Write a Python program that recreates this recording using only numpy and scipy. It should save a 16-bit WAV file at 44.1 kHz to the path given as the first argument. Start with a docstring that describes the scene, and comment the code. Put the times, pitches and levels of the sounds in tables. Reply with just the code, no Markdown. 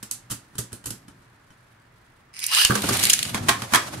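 """Spinning tops in a plastic bowl

Two microphones close to a bowl that stands in a storage tub. Two tops clack together and die down.
A ratchet launcher is ripped and snaps at its stop; two fresh tops drop in while it rewinds and rattles.
One top whirrs round the bowl and slams twice into the thin wall. Behind it all, quiet room air."""
import sys
import numpy as np
from scipy import signal
from scipy.fft import rfft, irfft, next_fast_len
from scipy.io import wavfile
from scipy.ndimage import uniform_filter1d, map_coordinates

SR = 44100
rng = np.random.default_rng(int(sys.argv[2]) if len(sys.argv) > 2 else 0)


def put_to_file(sound):
    """Save the sound as 16-bit audio at rate SR, in the file named by the first command-line argument."""
    columns = np.atleast_2d(sound).T  # one column per channel
    safe = np.clip(columns, -1, 1)
    whole_steps = np.round(safe * 32767)
    wavfile.write(sys.argv[1], SR, whole_steps.astype(np.int16))


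N = 176400

# The rims meet. Each row: start in seconds, level in dB, scrape t60 in seconds, bowl thump in dB.
CLACKS = [(0.027, -28, 0.026, -36.5), (.111, -15, 0.0084, -41.5), (.299, -32.5, 0.098, -40),
          (.3075, -29, 0.07, -42), (0.314, -23.5, .04, -27.5), (0.5525, -40, 0.019, -39),
          (0.581, -24, 0.034, -39), (.586, -22.5, 0.032, -24.5), (0.719, -42, .021, -47),
          (0.729, -26.5, .012, -31), (0.84, -39.5, 0.027, -44), (0.8572, -23.5, 0.02, -35.5),
          (.868, -27, 0.02, -31), (0.904, -24, .024, -30.5), (1.08, -45, 0.027, -39.5),
          (1.504, -50.5, 0.0087, -52)]
# The launcher's plastic parts click.
# Each row: start in seconds, level in dB, t60 in seconds, treble tilt in dB an octave.
CASE_CLICKS = [(2.391, -26.5, 0.014, 3.5), (2.401, -25.5, 0.011, 3), (2.44, -17, 0.013, 1),
               (2.464, -18, 0.021, 8.5), (2.548, -12, 0.022, 0), (2.6484, -0.5, 0.013, -2),
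               (2.7523, -18.5, 0.045, -3), (2.82, -19.5, 0.015, -1), (2.857, -26, .014, 3),
               (2.889, -16.5, 0.044, 0.5), (2.931, -20, 0.04, 0), (2.938, -19, 0.027, 6),
               (2.969, -22, 0.028, 7), (2.996, -22, 0.049, 4), (3.025, -18, 0.06, -1),
               (3.036, -10, 0.017, 4), (3.044, -12, .012, 0), (3.053, -8, 0.012, 5), (3.069, -14, .014, -1),
               (3.0974, -5, 0.014, 1), (3.1008, -5.5, 0.019, -1), (3.1319, -5.5, 0.013, 2),
               (3.135, -5, 0.016, 1.2), (3.19, -15.5, 0.018, -2.5), (3.2284, -9.5, 0.011, -0.5),
               (3.251, -24, 0.018, -5.5)]
# The ratchet on the pull and rewind. Each row: time in seconds, level in dB, teeth a second.
PULL = [(2.33, -69, 90), (2.338, -44.5, 130), (2.41, -40, 218), (2.435, -28.5, 251), (2.458, -35, 275),
        (2.505, -30, 477), (2.53, -18, 635), (2.56, -21.5, 850), (2.59, -15.5, 1360), (2.626, -17, 1700),
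        (2.642, -21.5, 1820), (2.66, -22.5, 1120), (2.672, -64, 1400)]
REWIND = [(2.64, -70, 1650), (2.66, -31, 1560), (2.73, -32, 1550), (2.81, -36.5, 1650), (2.87, -32, 1450),
          (3.04, -24.5, 2250), (3.16, -34, 2480), (3.27, -35.5, 2640), (3.3, -35, 3700), (3.36, -76, 1900)]
# The launcher is lifted away to the left. Each row: time in seconds, left over right in dB.
LAUNCHER_PATH = [(2.46, -2), (2.65, -3.5), (3.15, 3.5)]
# Fresh tops hop on the floor; the circling top strikes the wall.
# Each row: start in seconds, level in dB, t60 in seconds, bowl thump in dB.
LANDINGS = [(2.696, -18, 0.025, -15.5), (2.704, -14, 0.052, -36), (2.721, -16, 0.02, -37),
            (2.751, -19, 0.08, -40), (2.838, -24, 0.011, -19.5), (2.888, -12.5, 0.023, -44),
            (2.907, -24.5, 0.037, -21), (3.034, -20, 0.031, -42)]
CRASHES = [(3.344, -18, 0.049, -20.5), (3.484, -11.5, 0.053, -22.5), (3.49, -6, 0.028, -28.5),
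           (3.619, -20.5, 0.016, -29), (3.721, -28, 0.1, -26.5), (3.735, -9.5, 0.042, -31.5),
           (3.745, -8.5, 0.043, -35), (3.756, -8.5, 0.028, -32)]
# The tips run on the bowl. Each row: time in seconds, rumble in dB, hiss in dB.
ROLL = [(0, -61.5, -65), (1.15, -56.5, -67), (1.35, -66, -68.5), (2.68, -63.5, -82), (2.72, -41.5, -35.5),
        (2.95, -33.5, -30.5), (3.15, -46.5, -49.5), (3.3, -37, -40), (3.43, -31.5, -38.5),
        (3.66, -48.5, -39.5), (3.88, -44, -37.5), (3.97, -34, -45)]

# The colour of each part at the microphones. Each row: frequency in Hz, relative level in dB.
RIM_COLOUR = [(240, -5.5), (400, -27), (697, -15), (852, -5), (1560, -2), (2220, -9.5), (2600, -5.5),
              (4180, -6), (9610, 2.5), (13700, -12), (16000, -27)]
GEAR_COLOUR = [(180, -69), (300, -31.5), (856, -22), (1210, -18), (2280, -11.5), (2840, -0.5), (3290, -7.5),
               (5080, -8), (8220, -21.5), (9390, -13.5), (13300, -20.5), (16000, -42)]
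WHINE_COLOUR = [(400, -50), (650, -31), (1200, -9.5), (1750, -14), (2300, -36)]  # the gears' tone, sounded by the case
SLACK_CORD_COLOUR = [(590, -45), (1000, -21), (1610, -8), (2300, 2), (3840, -14), (4900, 0.5), (7880, -14),
                     (9280, -1), (16000, -43)]
SPOOL_COLOUR = [(290, -12.5), (500, -11.5), (784, -6), (946, -14), (2190, -0.5), (4800, -0.5), (5390, -7),
                (9630, -3), (13400, -14), (16000, -28)]
CASE_COLOUR = [(240, -47), (676, -40), (1600, -13.5), (2050, -11), (3530, -4.5), (6950, -5), (11800, -9.5),
               (16000, -26)]
GRIP_COLOUR = [(30, -2), (110, -9), (700, -41)]
THUMP_COLOUR = [(25, -22), (60, -7), (90, -8.5), (116, 7), (145, -5), (205, 0), (260, -2), (380, -12),
                (550, -15.5), (900, -30.5), (2500, -78)]
FLOOR_COLOUR = [(60, -22), (150, -4), (400, -1.5), (800, -10.5), (1500, -3.5), (2200, -19), (5000, -25)]
WALL_COLOUR = [(120, -43), (200, -18), (387, -10.5), (548, -22), (671, -11), (930, -9.5), (1080, -2),
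               (1400, -9), (1750, -6.5), (2560, -11), (2800, -17.5), (3250, -10), (4040, -15), (9230, -16),
               (16000, -32.5)]
RUMBLE_COLOUR = [(18, -43), (102, 11), (229, 4), (351, 0.5), (475, -18.5), (800, -13), (1100, -64)]
TIP_COLOUR = [(290, -40), (500, 3), (1160, 0), (1380, -1), (2610, -6), (9920, -9), (14200, -23),
              (16000, -36)]
AIR_COLOUR = [(15, -56), (25, -6.5), (92, -10), (123, 2.5), (149, -15), (734, -15), (1160, -13),
              (1740, -13.5), (2990, -25), (7710, -36), (16000, -47)]
# Peaks and dips in those colours. Each row: centre in Hz, width in Hz, gain in dB.
RIM_MODES = [(7700, 250, 2.5), (9700, 240, -6.5)]
GEAR_MODES = [(1130, 180, 1.7), (1760, 170, 8.3), (2842, 240, 4.3), (4990, 370, 5.7), (8550, 1400, 9.4)]
SLACK_CORD_MODES = [(5000, 500, 7)]
CASE_MODES = [(1680, 160, 3.6), (2830, 180, 6.6), (6830, 92, 7.8), (9230, 900, 6.9)]
FLOOR_MODES = [(204, 27, 14.8), (391, 24, 9.6), (490, 200, 5), (1173, 125, 10.8), (1580, 280, 8.9)]
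# Parts that ring when struck. Each row: frequency in Hz, relative level in dB, t60 in seconds.
PLASTIC_PING = [(3064, -41.5, 0.083), (5650, -46.5, 0.059)]
METAL_RING = [(11700, -44, .15), (12450, -50, .35)]
CASE_RING = [(2830, -9.5, 0.051), (3060, -9.5, 0.054)]
BOWL_RING = [(118.7, -6.5, .2), (205.6, -12.5, 0.12)]  # lowest modes, sounded by clacks near the centre
# The wall's hollow modes. Each row: frequency in Hz, dB for the side slam, dB for the front slam.
WALL_RING = [(391, -25, -34), (695, -22, -45), (830, -23, -30), (1010, -36, -13.5), (1073, -16.5, -39),
             (1101, -27, -20), (1256, -34, -20), (1405, -38, -24), (1600, -24, -28), (1774, -34, -23),
             (1890, -23, -32)]

# The tub's echoes. Each row: frequency in Hz, t60 in seconds.
TUB_DECAY = [(100, 0.086), (300, 0.35), (1000, 0.29), (5000, 0.25), (13000, 0.17)]
# How alike the microphones sound. Each row: frequency in Hz, correlation from 0 to 1.
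MIC_LIKENESS = [(60, 1), (280, 0.94), (520, 0.04), (1100, 0.29), (3000, 0.17), (8000, 0.035)]
# The balance of the pair. Each row: frequency in Hz, left over right in dB.
MIC_BALANCE = [(100, 0), (550, -0.5), (2000, -1.5), (4500, -0.5), (8000, -2), (12000, -10.5)]

HARD_DB, BRIGHTEN = -29, 0.28  # clacks tilt up by BRIGHTEN dB an octave for each dB over HARD_DB
PING_GROWTH = 0.24  # dB of ping for each dB of clack
METAL_RING_S, CORD_STOP_S, SIDE_SLAM_S, FRONT_SLAM_S = 0.868, 2.649, 3.489, 3.741
TOOTH_SCATTER_DB, TOOTH_JITTER = 2, 0.03
SLACK_HZ = 386  # tooth rate where the cord's soft rasp gives way to ringing gears
JOLT_DB, AIR_DB, WALL_T60_S = -26.5, -57, 0.14
TILT_PIVOT_HZ, CUTOFF_HZ = 6500, 15700


def clacking_tops():
    """The metal and plastic rims of the slowing tops clack and ping; one blow leaves the metal ringing."""
    rows = [(s, db, t60, 1, BRIGHTEN * (db - HARD_DB)) for s, db, t60, _ in CLACKS]
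    blows = contacts(rows, wet_db=0, build_s=0.003, attack_s=0.0037, vary_db=1.5, grit_db=4)
    ping = ring([(s, PING_GROWTH * db) for s, db, _, _ in CLACKS], PLASTIC_PING, attack_s=0.002)
    metal = ring([(METAL_RING_S, 0)], METAL_RING, attack_s=0.001)
    return body(blows, RIM_COLOUR, RIM_MODES) + ping + metal


def cord_pull():
    """The cord spins the ratchet up: a soft rasp while slack, ringing and whining gears once taut."""
    db, rate = curves(PULL)
    teeth = gated_gain(db + 1.1 * wobble(130)) * ratchet(rate, rasp_db=4.5, tick_s=0.015)
    taut = 1 / (1 + (SLACK_HZ / rate) ** 6)
    phase = 2 * np.pi * np.cumsum(rate * (1 + TOOTH_JITTER * wobble(200))) / SR
    whine = sum(amp(along(WHINE_COLOUR, k * rate)) * np.sin(k * phase + 0.95 * wobble(600))
                for k in (1, 2))
    gears = body(taut * teeth, GEAR_COLOUR, GEAR_MODES)
    cord = body((1 - taut) * teeth, SLACK_CORD_COLOUR, SLACK_CORD_MODES)
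    return gears + cord + taut * gated_gain(db) * whine


def spring_rewind():
    """The spring winds the spool back, buzzing unevenly over the ratchet."""
    db, rate = curves(REWIND)
    gain = gated_gain(db + 2.55 * wobble(130))
    teeth = ratchet(rate * np.exp(0.036 * wobble(40)), rasp_db=8, tick_s=0.01)
    return body(gain * teeth, SPOOL_COLOUR)


def ratchet(rate, rasp_db, tick_s):
    """A pawl ticks once a tooth and rasps up the next one."""
    travel = np.cumsum(rate * (1 + TOOTH_JITTER * wobble(120))) / SR
    tooth = travel.astype(int)
    strength = amp(TOOTH_SCATTER_DB * rng.standard_normal(N)[tooth])
    drops = np.diff(tooth, prepend=0) * np.sqrt(SR / rate) * strength
    tick = noise(512) * amp(-60 * np.arange(512) / SR / tick_s)
    tick /= np.linalg.norm(tick, axis=1, keepdims=True)
    ticks = signal.fftconvolve(drops[None], tick, axes=1)[:, :N]
    rasp = unit(noise() * strength * (travel % 1) ** 2)
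    return unit(ticks + amp(rasp_db) * rasp)


def launcher():
    """Pull and rewind echo in the tub; the case clicks, and the cord's stop jolts and rings it."""
    running = cord_pull() + spring_rewind()
    rows = [(s, db, t60, np.interp(s, *np.transpose(LAUNCHER_PATH)), tilt)
            for s, db, t60, tilt in CASE_CLICKS]
    clicks = contacts(rows, wet_db=-7.5, build_s=0.0072, attack_s=0.0012, vary_db=2.2, grit_db=4)
    jolt = contacts([(CORD_STOP_S, JOLT_DB, 0.02, 0, 0)],
                    wet_db=-19, build_s=0.01, attack_s=0.001, vary_db=0.5)
    case = body(clicks, CASE_COLOUR, CASE_MODES) + ring([(CORD_STOP_S, 0)], CASE_RING, attack_s=0.001)
    return in_tub(running, wet_db=-6) + case + body(jolt, GRIP_COLOUR)


def floor_landings():
    """Fresh tops drop in and clatter on the bowl's hollow floor."""
    rows = [(s, db, t60, 0, 0) for s, db, t60, _ in LANDINGS]
    clatter = contacts(rows, wet_db=-4.5, build_s=0.0036, attack_s=0.0016, vary_db=2.7, grit_db=2)
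    return body(clatter, FLOOR_COLOUR, FLOOR_MODES)


def wall_crashes():
    """A fast top crashes into the thin wall, a little to the right; two slams ring its modes."""
    rows = [(s, db, t60, -1.5, 0) for s, db, t60, _ in CRASHES]
    crashes = contacts(rows, wet_db=-3, build_s=0.0023, attack_s=0.0019, vary_db=1, grit_db=1.5)
    wall = body(crashes, WALL_COLOUR)
    for place, s in enumerate([SIDE_SLAM_S, FRONT_SLAM_S]):
        modes = [(hz, levels[place], WALL_T60_S) for hz, *levels in WALL_RING]
        wall += pan(-3) * ring([(s, 0)], modes, attack_s=0.0026)
    return wall


def bowl_thumps():
    """Every blow of a top thumps the bowl; the clacks also ring its lowest modes."""
    rows = [(s, db, 0.06, 0, 0) for s, _, _, db in CLACKS + LANDINGS + CRASHES]
    thumps = contacts(rows, wet_db=-3.5, build_s=0.0091, attack_s=0.0022, vary_db=1)
    boom = ring([(s, db) for s, _, _, db in CLACKS], BOWL_RING, attack_s=0.0016)
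    return body(thumps, THUMP_COLOUR) + boom


def rolling_tips():
    """The tips rumble and hiss unevenly over the plastic."""
    rumble_db, hiss_db = curves(ROLL)
    rumble = body(noise() * amp(rumble_db + 1.17 * wobble(21.75)), RUMBLE_COLOUR)
    hiss = body(noise() * amp(hiss_db + 3.05 * wobble(50)), TIP_COLOUR)
    return rumble + hiss


def tub_tail(size):
    """The tub's echoes: noise that dies at its own rate in each band."""
    hz, lag, bands = signal.stft(noise(size), SR, nperseg=256)
    tail = signal.istft(bands * amp(-60 * lag / along(TUB_DECAY, hz)[:, None]), SR, nperseg=256)[1]
    return tail[:, :size] / np.linalg.norm(tail[0, :size])


def in_tub(x, wet_db):
    """A running sound with the tub's echoes."""
    return x + amp(wet_db) * signal.fftconvolve(x, tub_tail(SR // 2), axes=1)[:, :N]


def room_air():
    """The room's low, steady hush."""
    return amp(AIR_DB) * body(noise(), AIR_COLOUR)


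def contacts(rows, wet_db, build_s, attack_s, vary_db, grit_db=0):
    """Gritty bursts, each with its own colour and tub echoes that swell over build_s.
    Each row: start in seconds, level in dB, t60 in seconds, left over right in dB, tilt in dB an octave.
    """
    size = SR // 4
    out, t = np.zeros((2, N + size)), np.arange(size) / SR
    knots = np.geomspace(200, 16000, num=40)
    for s, db, t60, side_db, tilt in rows:
        decay = amp(-60 * t / t60)
        echo = amp(wet_db) * np.linalg.norm(decay) * tub_tail(size) * (1 - np.exp(-t / build_s))
        grit = amp(grit_db * unit(uniform_filter1d(rng.standard_normal(size), size=32)))
        scrape = decay * (1 - np.exp(-t / attack_s)) * grit * noise(size)
        scrape *= np.linalg.norm(decay) / np.linalg.norm(scrape, axis=1, keepdims=True)
        colour_db = vary_db * rng.standard_normal(len(knots)) + tilt * np.log2(knots / TILT_PIVOT_HZ)
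        burst = filtered(scrape * pan(side_db) + echo, lambda hz: amp(along(np.c_[knots, colour_db], hz)))
        out[:, round(s * SR):][:, :size] += amp(db) * burst
    return out[:, :N]


def ring(blows, modes, attack_s):
    """Dying sine modes, struck by each blow at its start in seconds and level in dB."""
    size = SR // 2
    out, t = np.zeros(N + size), np.arange(size) / SR
    tone = sum(amp(db - 60 * t / t60) * np.sin(2 * np.pi * hz * t) for hz, db, t60 in modes)
    tone *= 1 - np.exp(-t / attack_s)
    for s, db in blows:
        out[round(s * SR):][:size] += amp(db) * tone
    return out[:N]


def body(x, colour, modes=()):
    """x rung through a causal body of unit power gain."""
    hz = np.fft.rfftfreq(16384, 1 / SR)
    peaks_db = sum(db / (1 + (2 * (hz - centre) / width) ** 2) for centre, width, db in modes)
    cepstrum = irfft(np.log(unit(amp(along(colour, hz) + peaks_db)) + 1e-6))
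    half = len(cepstrum) // 2
    fold = np.r_[1, np.full(half - 1, 2), 1, np.zeros(half - 1)]  # gives minimum phase
    impulse = irfft(np.exp(rfft(cepstrum * fold)))
    return signal.oaconvolve(x, impulse[None, :half], axes=1)[:, :N]


def noise(size=N):
    """White noise at two microphones, alike in the bass."""
    def mix(hz):
        angle = np.arccos(np.clip(along(MIC_LIKENESS, hz), -1, 1)) / 2
        return np.array([np.cos(angle), np.sin(angle)])
    mid, side = filtered(rng.standard_normal((2, size)), mix)
    return np.array([mid + side, mid - side])


def filtered(x, response):
    """x times a response of frequency."""
    size = 2 * next_fast_len(x.shape[-1] * 3 // 4)
    return irfft(rfft(x, size) * response(np.fft.rfftfreq(size, 1 / SR)), size)[..., :x.shape[-1]]


def wobble(rate):
    """A smooth random curve, rate knots a second."""
    return map_coordinates(rng.standard_normal(N // 100), [np.arange(N) * rate / SR], mode="wrap")


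def curves(rows):
    """One value per sample for each column after the time."""
    times, *columns = np.transpose(rows)
    return [np.interp(np.arange(N) / SR, times, column) for column in columns]


def along(points, hz):
    """A table's value at hz, on a log frequency axis."""
    knots, values = np.transpose(points)
    return np.interp(np.log(hz + 1), np.log(knots + 1), values)


def pan(db):
    """Microphone gains for db of left over right."""
    return amp(np.array([[0.5], [-0.5]]) * db)


def gated_gain(db):
    """A dB curve as gain, silent unless above both its ends."""
    return amp(db) * (db > max(db[0], db[-1]))


def amp(db):
    """Decibels to gain."""
    return 10 ** (np.asarray(db) / 20)


def unit(x):
    """Scaled to rms 1."""
    return x / np.sqrt(np.mean(x ** 2) + 1e-20)


def scene():
    """Tops, launcher and bowl close by, the room's air behind."""
    return (clacking_tops() + launcher() + floor_landings() + wall_crashes() + bowl_thumps()
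            + rolling_tips() + room_air())


def record(dry):
    """The right microphone hears more treble; peaks clip and the band ends steeply."""
    heard = filtered(dry, lambda hz: pan(along(MIC_BALANCE, hz)))
    return filtered(np.clip(heard, -1, 1), lambda hz: hz < CUTOFF_HZ)


dry = scene()
out = record(dry)
put_to_file(out)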